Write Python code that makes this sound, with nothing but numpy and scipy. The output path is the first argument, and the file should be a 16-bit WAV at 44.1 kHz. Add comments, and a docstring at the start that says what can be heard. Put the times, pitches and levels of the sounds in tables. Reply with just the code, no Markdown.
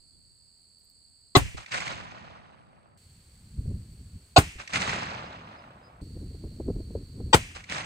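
"""In a summer meadow, insects trill and buzz; a thin chirp and dry ticks precede the first muzzleloader shot.
Each shot cracks as a sum of ringing partials, booms as a falling sine in noise bursts, then echoes from a tree
line as filtered noise; the insect sound is fainter at once, and slowly grows louder after a second.
A hard cut leads to a windier scene, with gusts and bumps of low noise, a shot, then three sine chirps.
Another cut leads to the strongest bumps on the microphone, then the third shot and its echoes."""
import sys
import numpy as np
from scipy import signal
from scipy.fft import rfft, irfft, next_fast_len
from scipy.io import wavfile
from scipy.ndimage import uniform_filter1d, map_coordinates

SR = 44100
rng = np.random.default_rng(int(sys.argv[2]) if len(sys.argv) > 2 else 0)


def inscribe(sig):
    """Save sig as 16-bit PCM at rate SR to the path in sys.argv[1].

    A 1-D sig is mono; a 2-D sig holds one channel per row.
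    Samples are clipped to [-1, 1] before scaling.
    """
    pcm = np.round(np.clip(np.atleast_2d(sig).T, -1, 1) * 32767)
    wavfile.write(sys.argv[1], SR, pcm.astype(np.int16))


N = 346317

# Levels in the tables are relative: the functions add their own envelopes and gains.
# edges of the three scenes: [t/s]
SCENE_EDGES = [0, 2.974, 6.013, 7.86]
# shots: [t/s, ring length/s, rasp level/dB, gain of far echoes/dB, echo rumble level/dB,
#         extra echo delay/s, gain of sharp echoes/dB, gain of jolts/dB]
SHOTS = [(1.3498, 0.015, -15, 0, -10, -0.0019, 0, 0), (4.3601, 0.02, -18, 7, -11.5, 0.0026, 5, -4.5),
         (7.3277, 0.018, -19, 0, -10.5, -.001, -2.5, -25)]
# partials ringing in each crack: [f/Hz, left level/dB, right level/dB]
RING_FIRST = [(385, -28.5, -11), (570, -35, -28), (1103, -10.5, -22.5), (1256, -20, -24.5),
              (2030, -15, -28), (2640, -52, -25.5), (3000, -43, -31.5), (3149, -28.5, -44.5),
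              (3400, -21, -25), (3520, -18, -32), (3900, -22, -40), (4020, -14.5, -21),
              (5130, -27.5, -35.5), (6040, -29, -29.5), (7500, -28.5, -33)]
RING_SECOND = [(719.6, -11.5, -6.5), (1076, -15, -22), (1140, -23, -34.5), (1458, -17, -45),
               (2540, -18, -46.5), (2750, -19, -47.5), (3000, -25.5, -60), (3610, -22.5, -46.5),
               (3940, -27, -22), (4380, -34.5, -16.5), (4430, -39, -40.5), (4720, -20.5, -34.5),
               (5520, -57.5, -29.5), (6653, -29.5, -26), (7800, -25, -36.5)]
RING_THIRD = [(495, -49.5, -24), (882, -10, -20), (1045, -16.5, -27), (1165, -27, -43), (1455, -21, -41),
              (1910, -19.5, -26), (2420, -22, -40), (2860, -24, -39), (3170, -18, -21.5), (3520, -23, -54),
              (3800, -52.5, -28), (4670, -25, -23), (5840, -42.5, -26), (7650, -29, -25), (7940, -30, -28)]
# muzzle gas behind each crack: [delay/s, puff level/dB, nominal boom f/Hz, boom level/dB,
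#                                knock f/Hz, knock level/dB, thud level/dB]
BLASTS = [(.0185, -15.5, 97, -6, 280, -10, -23), (.0235, -18, 85, -3, 285, -7, -27.5),
          (0.018, -8, 110.6, -7.5, 320, -14.5, -24)]
# low jolts that follow each shot: [delay/s, smack level/dB, push level/dB]
JOLTS = [(0.062, -43.5, -31.5), (0.101, -64, -33), (.194, -44, -36)]
# broad surfaces that reflect each shot whole: [delay/s, level/dB, body level in the spectrum/dB]
REFLECTORS = [(.235, -33.5, 14), (.312, -32.5, -26), (.37, -23.5, -18), (.3935, -18, -4.5),
              (.454, -23, -11), (.529, -24.5, -7)]
# belts of growth that scatter each shot back: [delay/s, level/dB, rise/s, t60/s]
THICKETS = [(.095, -51.5, .01, 0.52), (.218, -33.5, 0.018, 0.24), (.325, -47, 0.014, .6),
            (0.36, -28.5, 0.023, 0.54), (.375, -35.5, .03, 3.9), (0.508, -34.5, 0.0078, 1.13)]
# insects in each scene: [trill f/Hz, trill level/dB, buzz level/dB, rasp level/dB, air level/dB]
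INSECTS = [(4520, -63, -66.5, -83.5, -76), (4440, -67.5, -66.5, -82.5, -64.5), (4415, -62.5, -69, -83, -64)]
# thin chirps: [t/s, length of main swell/s, f/Hz, level/dB]
CHIRPS = [(0.113, .06, 3450, -82), (5.245, 0.05, 5040, -61), (5.568, 0.047, 5010, -64),
          (5.823, 0.072, 4980, -62.5)]
# faint dry ticks in the grass: [t/s, level/dB]
TICKS = [(0.7884, -67), (0.8415, -62), (0.8959, -60)]
# wind in each scene: [steady breeze level/dB, flutter level over rumble/dB, f/Hz below which the sound is mono]
BREEZES = [(-72, -15.5, 15), (-59, -21, 640), (-45.5, -10, 617)]
# gusts: [t of peak/s, strength level/dB, half width/s]
GUSTS = [(.2, -60, 0.077), (3.601, -32.5, .025), (3.709, -28, .06), (4.02, -44.5, 0.12),
         (4.158, -38, 0.017), (6.03, -36, 0.016), (6.22, -37, 0.071), (6.46, -38, .04), (6.72, -33, 0.079),
         (6.95, -40, .06), (7.25, -38.5, 0.095)]
# hard eddies that hit the microphone: [t/s, smack level/dB]
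BUMPS = [(3.586, -57), (3.656, -41.5), (6.164, -36), (6.344, -39), (6.437, -31), (6.599, -22),
         (6.681, -20.5), (6.698, -21), (6.76, -34.5), (6.801, -33), (6.903, -35), (6.951, -21.5),
         (7.199, -27.5)]

# noise spectra of the shot and its ground: [f/Hz, level/dB per Hz]
CRACK_SPECTRUM = [(100, -25.5), (350, 1), (800, 4), (1400, -16.5), (3600, -5.5), (5200, -14.5),
                  (7800, -20.5), (8800, -44.5)]
SHOVE_SPECTRUM = [(20, -4.5), (60, 4.5), (200, -2.5), (400, -6.5), (800, -30)]
PUFF_SPECTRUM = [(40, -6.5), (250, -1.5), (600, -2.5), (1200, -3), (3000, -12), (6000, -19), (9000, -13),
                 (11200, -35), (13500, -22.5), (16000, -35)]
THUD_SPECTRUM = [(15, -19), (40, 5.5), (90, 2.5), (170, -6.5), (320, -18.5), (900, -53)]
GRASS_SPECTRUM = [(100, -16), (500, -17.5), (1400, -12.5), (1900, -1.5), (2650, 1.5), (3700, -11),
                  (8500, -11.5), (10200, -20.5), (11200, -41.5), (13500, -23.5), (16000, -38.5)]
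# noise spectra of the scattered echo and its low roll: [f/Hz, level/dB per Hz]
ECHO_SPECTRUM = [(30, -30.5), (200, -16), (450, -8.5), (700, 0.5), (1200, 1.5), (1650, 0.5), (2100, 1),
                 (2550, 1.5), (3300, -4), (4400, -6.5), (5400, -9), (8500, -13), (11000, -44.5),
                 (16000, -43)]
ROLL_SPECTRUM = [(15, -31), (50, -6.5), (105, 2), (200, -0.5), (400, -15), (1200, -72)]
# noise spectra of a bump's push and smack: [f/Hz, level/dB per Hz]
PUSH_SPECTRUM = [(20, -13), (60, 6), (130, -4), (250, -22.5), (500, -31.5), (1200, -70.5)]
SMACK_SPECTRUM = [(90, -10.5), (220, 6.5), (380, 5), (560, -7.5), (950, -27.5), (1600, -44.5),
                  (4000, -80.5)]
# noise spectra of insect buzz, soft air and wind: [f/Hz, level/dB per Hz]
BUZZ_SPECTRUM = [(5500, -41.5), (6900, -19.5), (7600, -5.5), (8050, 1), (8250, -6.5), (8600, -2.5),
                 (8800, -10), (10000, -18), (11000, -51)]
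AIR_SPECTRUM = [(30, 8.5), (300, 1.5), (1000, -4.5), (2500, -3.5), (3500, -5), (6000, -7.5), (9500, -4),
                (11200, -31.5), (13500, -7), (16000, -20)]
RUMBLE_SPECTRUM = [(12, -21), (35, -5.5), (75, 3.5), (140, -5.5), (220, -12), (400, -43.5), (900, -79.5)]
FLUTTER_SPECTRUM = [(60, -13.5), (170, -3), (280, 1.5), (450, -8.5), (700, -24), (1300, -40), (3000, -69.5)]
# treble loss as the echo path grows: [f/Hz, loss/dB per e-fold of the delay term]
DULLING = [(150, 4), (550, 0.5), (1200, 8), (2200, 22), (4500, 25), (9500, 52)]
# left-right correlation of sound from afar, then of sound from all round: [f/Hz, correlation/1]
ALIKE_AFAR = [(100, .15), (400, -0.2), (700, 0.75), (2000, 0.3), (8000, 0.6)]
ALIKE_AROUND = [(100, .1), (2500, .05), (8000, 0.46)]

FAR_S = .3  # thickets beyond this delay count as far
PUSH_DB = 4.5  # an eddy's low push, over the wind that carries it
PUFF_LAG_S = .00025  # the left channel carries the middle range of the puff slightly later
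LAG_BAND_HZ = (595, 5840)  # the middle range, in which one channel lags the other
TOP_HZ = 15750  # band limit of the recorder


def crack(t, ring, length, rasp_db):
    """Superposition: wavering partials and harsh noise share one gate; a low shove follows as it closes."""
    gate = np.clip(t / (0.27 * length), 0, 1) ** 2 * amp(-60 * np.maximum(t - length, 0) / 0.02)
    channel_t = np.array([t - .00013, t])  # left channel late
    tones = 0
    for hz, left_db, right_db in ring:
        # the starting phase differs a little from channel to channel
        phase = rng.uniform(0, 2 * np.pi) + rng.normal(0, 0.45, (2, 1)) + 0.8 * wobble(t, 180)
        tones = tones + amp([[left_db], [right_db]]) * np.sin(2 * np.pi * hz * channel_t + phase)
    rasp = amp(rasp_db) * noise(t, CRACK_SPECTRUM, lag=.00016)
    shove_swell = amp(-12.5) * strike(t - length, rise=.005, t60=0.061)
    shove = shove_swell * noise(t, SHOVE_SPECTRUM, alike=[(100, 0.58)])
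    return gate * (amp(1.5) * tones + rasp) + shove


def blast(t, puff_db, boom_hz, boom_db, knock_hz, knock_db, thud_db):
    """Expansion of muzzle gas: a bright puff, a boom of falling pitch, a hollow knock, thud and grass scatter."""
    puff_swell = amp(puff_db) * strike(t + 0.0029, rise=0.0038, t60=0.029)
    puff_swell = puff_swell + amp(-14.0) * strike(t + 0.0024, rise=0.0024, t60=0.11)
    puff = puff_swell * noise(t, PUFF_SPECTRUM, lag=PUFF_LAG_S)

    after = np.maximum(t, 0)
    # the pitch falls from nearly twice the nominal frequency to 0.7 of it
    cycles = boom_hz * (.7 * after + 0.36 * 0.024 * (1 - np.exp(-after / 0.0069)))
    boom = -amp(boom_db) * strike(t, rise=.0007, t60=0.059) * np.sin(2 * np.pi * cycles)

    knock_swell = amp(knock_db) * strike(t + 0.0051, rise=0.00067, t60=0.049)
    knock = knock_swell * np.sin(2 * np.pi * knock_hz * t)
    thud = amp(thud_db) * strike(t, rise=0.0051, t60=.3) * noise(t, THUD_SPECTRUM)
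    grass = amp(-35.5) * strike(t, rise=.008, t60=0.7) * noise(t, GRASS_SPECTRUM, lag=.0002)
    return puff + boom + knock + thud + grass


def bump(smack_db, push_db):
    """Impulsive pressure on a microphone: a blow of air or a jolt gives a short smack on a soft low push."""
    t = np.arange(SR // 5) / SR
    push = amp(push_db + 3.5) * strike(t, rise=0.0028, t60=0.17) * noise(t, PUSH_SPECTRUM)
    swell = strike(t, rise=.002, t60=.085) ** 2
    return push + amp(smack_db + 5.5) * swell * noise(t, SMACK_SPECTRUM)


def slap(db, body_db):
    """Specular reflection: one broad surface throws the crack back whole, as a coloured noise burst."""
    t = np.arange(SR // 10) / SR
    colour = [(200, -26), (500, body_db), (1200, body_db), (2100, 6), (3100, -10.5),
              (4200, -7.0), (8500, -17.5), (11000, -44), (16000, -35.5)]
    burst = strike(t, rise=.0012, t60=.06) ** 2
    return amp(db) * burst * noise(t, colour, lag=0.000483) * pan(1.3)


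def tree_line(t, far_db, rumble_db):
    """Diffuse scattering: trunks and leaves answer in clumps of varied colour, duller over longer paths."""
    hz, delay, z = signal.stft(noise(t, ECHO_SPECTRUM, lag=0.000469), SR, nperseg=256)
    loss_db = along(DULLING, hz)[:, None] * np.log((np.maximum(delay, .4) + .5) / 0.88)
    # smoothing over frequency, then time, makes patches of colour
    patches = uniform_filter1d(rng.standard_normal(z.shape), size=4, axis=0)
    patch_db = 2.7 * unit(uniform_filter1d(patches, size=8, axis=1))
    wash = signal.istft(z * amp(patch_db - loss_db), SR, nperseg=256)[1][:, :len(t)]

    scatter_db = 1.1 * wobble(t, 14) + 1.4 * wobble(t, 70) + .7 * wobble(t, 600)
    clumps = unit(amp(scatter_db / (.5 + t)))  # late echoes overlap and smooth out
    answers = [amp(db + far_db * (s > FAR_S)) * strike(t - s, rise, t60) for s, db, rise, t60 in THICKETS]
    envelope = np.linalg.norm(answers, axis=0)  # powers add
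    roll = amp(rumble_db) * noise(t, ROLL_SPECTRUM) * unit(amp(1.2 * wobble(t, 6.6)))
    return envelope * (clumps * wash * pan(2.03) + roll)


def report(t, gas, far_db, rumble_db, late, sharp_db, jolt_db):
    """Direct sound before reflections: blast and jolts, then the answer of the same surroundings."""
    out = blast(t - gas[0], *gas[1:]) + tree_line(t - late, far_db, rumble_db)
    for delay, smack_db, push_db in JOLTS:
        add(out, delay, amp(jolt_db) * bump(smack_db, push_db))
    for delay, db, body_db in REFLECTORS:
        add(out, delay + late, slap(db + sharp_db, body_db))
    return out


def insects(t, since_shot, trill_hz, trill_db, buzz_db, rasp_db, air_db):
    """Amplitude modulation: trill, buzz, slow rasp and cricket over soft air, all fainter after the shot."""
    # level dip: full for 1 s after the shot, then slowly less
    dip = np.where(since_shot > 0, np.exp(-np.maximum(since_shot - 1, 0) / 3), 0)

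    def pulses(rate, depth):
        """Sinusoidal modulation with a wandering phase."""
        return unit(1 + depth * np.sin(2 * np.pi * rate * t + wobble(t, 7.1)))

    offsets = [(-1100, -37.5), (-480, -11.5), (-200, -3), (3, -3), (218.5, 1.0), (481, -20), (1100, -40.5)]
    band = [(trill_hz + offset, db) for offset, db in offsets]
    # the two nearest singers stand out of their far neighbours
    near_trill = wing_strokes(t, 86, 1.012 * trill_hz, .16, -.00068)
    second_trill = wing_strokes(t, 77, .96 * trill_hz, .12, -.00068)
    singers = .62 * near_trill + .36 * second_trill + .7 * noise(t, band, lag=-.00068)
    trill = amp(trill_db - 22 * dip) * singers * pan(6.4)

    buzz = amp(buzz_db - 20 * dip) * pulses(54, .3) * noise(t, BUZZ_SPECTRUM)
    rasp_band = [(8300, -31.0), (9100, -6.5), (9500, -3.0), (9800, -8), (10400, -37.5)]
    rasp = amp(rasp_db - 10 * dip) * pulses(3.1, .7) * noise(t, rasp_band)
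    cricket = amp(-77.0 - 7.6 * dip) * wing_strokes(t, 50, 8100, .05, -.00013)
    air = amp(air_db - 14 * dip) * noise(t, AIR_SPECTRUM, alike=ALIKE_AROUND)
    return amp(0.28 * wobble(t, 2.0)) * (trill + buzz + rasp + cricket) + air


def wing_strokes(t, rate, hz, fall, lag):
    """Stridulation: every wing stroke is a short tone that slides down by the share fall."""
    stroke = (rate * t + 0.098 * wobble(t, 3.5)) % 1
    pitch = hz * (1 + fall * (.5 - stroke) + .015 * wobble(t, 60))
    swell = np.sin(np.pi * stroke) ** 2 * amp(1.4 * wobble(t, 30))
    song = swell * np.sin(2 * np.pi * np.cumsum(pitch) / SR)
    return unit(np.array([np.roll(song, round(lag * SR)), song]))  # a negative lag: the left channel leads


def chirp(length, hz, db):
    """Phase modulation: a thin, nearly pure note from the meadow, with a weak tail."""
    t = np.arange(SR // 5) / SR
    swell = np.sin(np.pi * np.minimum(t / length, 1)) + 0.37 * strike(t, rise=.03, t60=0.35)
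    return amp(db) * swell * np.sin(2 * np.pi * hz * t + 0.91 * wobble(t, 115))


def tick(db):
    """A transient of high-band noise: a tiny high tick."""
    t = np.arange(SR // 10) / SR
    colour = [(5000, -30), (10000, -14), (13500, 7), (16000, -13)]
    return amp(db) * strike(t, rise=0.0033, t60=0.053) * noise(t, colour)


def wind(t, since_shot, breeze_db, flutter_db):
    """Turbulence at a microphone: one strength drives low rumble and lumpy flutter, over a faint far drone."""
    rumble = noise(t, RUMBLE_SPECTRUM, alike=ALIKE_AROUND) * unit(amp(2.4 * wobble(t, 23)))
    lumps = unit(amp(4.8 * wobble(t, 50)))
    flutter = amp(flutter_db) * noise(t, FLUTTER_SPECTRUM, alike=ALIKE_AROUND) * lumps
    drone_colour = [(20, -13.0), (70, 1.5), (180, -6.5), (400, -13.5), (1500, -26.5), (4000, -51)]
    drone = amp(-72.5) * noise(t, drone_colour, alike=ALIKE_AROUND)
    after_shot = amp(-8 * (since_shot > 0))  # rumble and flutter are fainter after the shot
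    out = wind_strength(t, breeze_db) * (rumble + flutter) * after_shot + drone
    for s, smack_db in BUMPS:
        if t[0] <= s < t[-1]:
            push_db = PUSH_DB + 20 * np.log10(wind_strength(s, breeze_db))
            add(out, s - t[0], bump(smack_db, push_db))
    return out


def wind_strength(t, breeze_db):
    """Addition of powers: gusts swell and ebb on top of the steady breeze."""
    power = sum((amp(db) / (1 + ((t - s) / width) ** 2)) ** 2 for s, db, width in GUSTS)
    return np.sqrt(amp(breeze_db) ** 2 + power)


def noise(t, spectrum, lag=0, alike=ALIKE_AFAR):
    """Filtered, correlated stereo noise of rms 1; the left channel's middle range comes lag seconds late."""
    size = next_fast_len(len(t) + 4096)
    hz = np.fft.rfftfreq(size, 1 / SR)
    mid, side = rfft(rng.standard_normal((2, size))) * amp(along(spectrum, hz))
    turn = np.arccos(np.clip(along(alike, hz), -1, 1)) / 2  # mid-side balance sets the correlation
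    mid, side = mid * np.cos(turn), side * np.sin(turn)
    in_band = (hz > LAG_BAND_HZ[0]) * (hz < LAG_BAND_HZ[1])
    late = np.exp(-1j * np.pi * hz * lag * in_band)  # half the lag on each channel
    return unit(irfft([(mid + side) * late, (mid - side) / late], size)[:, :len(t)])


def strike(t, rise, t60):
    """Exponential growth and decay: an envelope that starts at t = 0, rises and dies away."""
    t = np.maximum(t, 0)
    return (1 - np.exp(-t / rise)) * amp(-60 * t / t60)


def wobble(t, rate):
    """Interpolated randomness: a smooth curve through rate random knots a second."""
    knots = (t - t[0]) * rate
    return map_coordinates(rng.standard_normal(int(knots[-1]) + 4), [knots])


def along(points, hz):
    """Logarithmic frequency scale: (f/Hz, value) points read on a log axis."""
    f, v = np.transpose(points)
    return np.interp(np.log(hz + 1), np.log(f + 1), v)


def amp(db):
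    """The decibel: level to amplitude gain."""
    return 10 ** (np.asarray(db) / 20)


def unit(x):
    """Normalisation: scale to rms 1."""
    return x / np.sqrt(np.mean(x ** 2) + 1e-20)


def pan(right_db):
    """Level difference between the channels: right over left."""
    return amp(np.array([[-right_db], [right_db]]) / 2)


def add(track, s, sound):
    """Linear superposition: mix a sound into the track at time s."""
    room = track[:, max(round(s * SR), 0):][:, :sound.shape[-1]]
    room += sound[..., :room.shape[1]]


def mono_bass(x, hz):
    """Full correlation at low frequency: both channels carry the left one's bass below hz."""
    bass = signal.sosfiltfilt(signal.butter(4, hz, fs=SR, output="sos"), x)
    return x - bass + bass[0]


def scene():
    """Succession and superposition: three stretches of meadow, each with its shot, cut end to end."""
    out = np.zeros((2, N))
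    rings = (RING_FIRST, RING_SECOND, RING_THIRD)
    stretches = zip(SCENE_EDGES, SCENE_EDGES[1:], SHOTS, BLASTS, rings, BREEZES, INSECTS)
    for start, end, shot, gas, ring, breeze, chorus in stretches:
        s, length, rasp_db, *echoes = shot
        breeze_db, flutter_db, mono_hz = breeze
        t = np.arange(round((end - s) * SR)) / SR  # time since the shot
        clock = start + np.arange(round((end - start) * SR)) / SR
        meadow = insects(clock, clock - s, *chorus) + wind(clock, clock - s, breeze_db, flutter_db)
        add(meadow, s - start, report(t, gas, *echoes))
        add(out, start, mono_bass(meadow, mono_hz))
        add(out, s, crack(t[:SR // 10], ring, length, rasp_db))
    for s, db in TICKS:
        add(out, s, tick(db))
    for s, length, hz, db in CHIRPS:
        add(out, s, chirp(length, hz, db))
    return out


def record(dry):
    """Saturation and band limiting: the recorder rounds off the highest peaks and cuts the top of the band."""
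    held = dry / (1 + np.abs(dry / .98) ** 8) ** (1 / 8)
    return signal.sosfilt(signal.ellip(10, .1, 80, TOP_HZ, fs=SR, output="sos"), held)


dry = scene()
out = record(dry)
inscribe(out)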